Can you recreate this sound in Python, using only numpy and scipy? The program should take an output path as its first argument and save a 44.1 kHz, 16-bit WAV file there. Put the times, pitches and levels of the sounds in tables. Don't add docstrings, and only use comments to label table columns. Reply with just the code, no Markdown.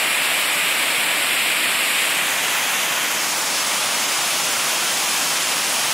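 import sys
import numpy as np
from scipy import signal
from scipy.io import wavfile
from scipy.ndimage import uniform_filter1d

SR = 44100
rng = np.random.default_rng(int(sys.argv[2]) if len(sys.argv) > 2 else 0)


def master(y):
    cut = np.clip(np.atleast_2d(y).T, -1, 1)
    pcm = np.round(cut * 32767)
    wavfile.write(sys.argv[1], SR, pcm.astype(np.int16))


def attenuation_scalar(level_db):
    decades = np.asarray(level_db, float) / 20
    return 10 ** decades


N = 261513

# (frequency [Hz], level [dB])
BASS_COLOUR = [(20, -93), (40, -92), (60, -83.5), (90, -81), (140, -62), (200, -60), (300, -57.5),
               (420, -60), (600, -52)]
# (frequency [Hz], level [dB])
CUPPED_COLOUR = [(600, -53), (850, -54.5), (1200, -52), (1500, -52), (2400, -45.5), (2900, -48),
                 (4200, -57.5), (5500, -64), (6300, -70), (7800, -56.5), (10400, -61.5), (12500, -62.5),
                 (13800, -69.5), (15600, -71.5)]
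# (frequency [Hz], level [dB])
HALF_OFF_COLOUR = [(600, -54.5), (1100, -52), (1600, -51), (2500, -49), (3300, -51.5), (4100, -60),
                   (5600, -60.5), (6500, -56.5), (8500, -62.5), (10500, -60.5), (11700, -64), (13000, -63),
                   (13800, -65.5), (15600, -69)]
# (frequency [Hz], level [dB])
OPEN_COLOUR = [(600, -54), (1150, -51), (1800, -56), (2350, -53), (3500, -53), (4300, -56), (5200, -52),
               (5800, -55), (6600, -56), (8200, -57), (10800, -59), (12000, -66.5), (14000, -68),
               (15600, -67.5)]
# (time [s], position [steps])
HAND_PATH = [
    (0, 0.15),
    (0.9, 0.1),
    (1.55, -0.05),
    (2.15, 0.088),
    (2.45, 0.86),
    (3.2, 1.1),
    (3.45, 1.8),
    (4.0, 1.63),
    (5.93, 1.65),
]
# (frequency [Hz], lead
# [s])
TREBLE_LEAD = [(2400, 0.084), (3800, 0.075), (6000, 0.21), (8000, 0.076), (12000, -0.15)]
# (time [s], spray level [dB])
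FLOW_SURGES = [
    (0, -0.2),
    (1.5, -0.8),
    (2, -0.3),
    (3, -0.8),
    (3.5, -2),
    (4, -1),
    (5.2, 0.2),
    (5.6, -0.8),
    (5.93, 0.3),
]
# (time [s], depth [dB], half length [s])
PALM_ECHO = [
    (2.2, -4.5, 0.11),
    (3.28, -4, 0.27),
]
# (frequency [Hz], level [dB])
ROUNDING_STEP = [(30, -50), (200, -26), (700, -12), (2500, -4), (4500, 3), (6300, 6.5), (8500, 6),
                 (10500, 8), (12500, 9.5), (15500, 10)]
LINE_HZ = (np.arange(1024) + 0.5) * SR / 2048
CAMERA_EDGE_HZ = 15740


def read(points, at):
    f, value = np.transpose(points)
    return np.interp(np.log(at + 1), np.log(f + 1), value)


def evened(x):
    return x / np.sqrt(np.mean(x ** 2) + 1e-20)


def smoothed(x, blocks, lines):
    return uniform_filter1d(uniform_filter1d(x, size=blocks, axis=0), size=lines, axis=1)


def palm_notch_db(t, hz):
    start_s, start_hz, slide_hz_per_s, width_hz = 2.05, 6200, 2200, 440
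    off = (hz - start_hz + slide_hz_per_s * (t[:, None] - start_s)) / width_hz
    depth_db = sum(db * np.exp(-((t - s) / half_s) ** 2) for s, db, half_s in PALM_ECHO)
    return depth_db[:, None] / (1 + off ** 2)


def hand_colour_db(t, hz):
    hand = np.interp(t[:, None] + read(TREBLE_LEAD, hz), *np.transpose(HAND_PATH))
    colours = CUPPED_COLOUR, HALF_OFF_COLOUR, OPEN_COLOUR
    cupped, half, free = (read(BASS_COLOUR[:-1] + list(s), hz) for s in colours)
    first_step = np.minimum(hand, 1) * (half - cupped)
    second_step = np.clip(hand - 1, 0, 1) * (free - half)
    return palm_notch_db(t, hz) + cupped + first_step + second_step


def waterfall(patchy_db=0.3, flicker_db=0.45, ripple_db=0.6):
    level_db, spray_hz = 10, 4400
    body_db, body_follows = -1.0, -0.12
    frames, hz = N // 512 + 5, np.fft.rfftfreq(2048, 1 / SR)
    t = np.arange(frames) * 512 / SR
    real, imaginary, patches, ripple = rng.standard_normal((4, frames, len(hz)))
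    patches = evened(smoothed(patches, 7, 32))
    ripple = evened(smoothed(ripple, 90, 10))
    flicker = evened(uniform_filter1d(rng.standard_normal(frames), size=2))[:, None]
    flow_db = np.interp(t, *np.transpose(FLOW_SURGES))
    spray = 1 / (1 + (spray_hz / (hz + 1)) ** 2)
    surge_db = np.outer(body_db + body_follows * flow_db, 1 - spray) + np.outer(flow_db, spray)
    texture_db = patchy_db * patches + spray * (flicker_db * flicker + ripple_db * ripple)
    field_db = hand_colour_db(t, hz) + surge_db + texture_db
    spectra = (real + 1j * imaginary) * attenuation_scalar(field_db)
    return attenuation_scalar(level_db) * signal.istft(spectra.T, nperseg=2048, noverlap=1536)[1][:N]


def lapped_cosines():
    n, k = np.arange(2048)[:, None] + 0.5, np.arange(1024) + 0.5
    window = np.sin(np.pi * n / 2048)
    return window * np.cos(np.pi / 1024 * (n + 512) * k) / np.sqrt(512)


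def to_lines(x, start):
    halves = np.pad(x, (2048 - start, 3072 - (N - start) % 1024)).reshape(-1, 1024)
    return np.hstack([halves[:-1], halves[1:]]) @ lapped_cosines()


def from_lines(lines, start):
    blocks = lines @ lapped_cosines().T
    return (blocks[1:, :1024] + blocks[:-1, 1024:]).ravel()[1024 - start:][:N]


def camera_rounding(x, wobble_db=0.45, strain=0.6, most_db=10.3):
    lines = to_lines(x, 984)
    masker_db = 10 * np.log10(abs(smoothed(lines ** 2, 7, 140)) + 1e-12)
    wobble = evened(uniform_filter1d(rng.standard_normal((len(lines), 32)), size=6, axis=0))
    wobble = wobble_db * np.repeat(wobble, 32, axis=1)
    load_db = masker_db[:, 150:600].mean(axis=1)
    load_db = (load_db - np.median(load_db)).clip(-4, 4)
    strain_db = strain * np.outer(load_db, (LINE_HZ / CAMERA_EDGE_HZ) ** 2)
    step_db = masker_db + read(ROUNDING_STEP, LINE_HZ) + wobble + strain_db
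    own_db = 10 * np.log10(abs(smoothed(lines ** 2, 3, 32)) + 1e-12)
    step = attenuation_scalar(np.minimum(step_db, own_db + most_db + wobble))
    whole = np.floor((abs(lines) / step) ** 0.75 + 0.4054) * (LINE_HZ < CAMERA_EDGE_HZ)
    return from_lines(np.sign(lines) * whole ** (4 / 3) * step, 984)


def noise_fill(x, fill_db=0.0):
    fills_per_s, fills_more_per_hand = 2.2, 1.6
    low_edge_hz, spread_oct, width_oct = 4130, 0.7, 0.31
    ears = np.array([to_lines(x, 499)] * 2)
    t = np.arange(ears.shape[1]) * 1024 / SR
    when, height = rng.random((len(t), 2)).T
    hand = np.interp(t, *np.transpose(HAND_PATH))
    chance = (fills_per_s + fills_more_per_hand * hand) * 1024 / SR
    noise = rng.uniform(-1, 1, ears.shape) * np.sqrt(3)
    for block in np.flatnonzero(when < chance):
        low_hz = low_edge_hz * 2 ** (-spread_oct * np.log(1 - 0.92 * height[block]))
        band = (LINE_HZ > low_hz) & (LINE_HZ < low_hz * 2 ** width_oct)
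        band_rms = np.std(ears[0, block, band])
        ears[:, block, band] = attenuation_scalar(fill_db) * band_rms * noise[:, block, band]
    return np.array([from_lines(ear, 499) for ear in ears])


def scene():
    return np.array([waterfall()] * 2)


def band_limit(x):
    return signal.sosfilt(signal.butter(12, 15880, fs=SR, output="sos"), x)


def record(dry):
    edge = signal.firwin(801, 15780, window=("kaiser", 11), fs=SR)
    band_limited = signal.oaconvolve(camera_rounding(dry[0]), edge, "same")
    return band_limit(noise_fill(band_limited))


dry = scene()
out = record(dry)
master(out)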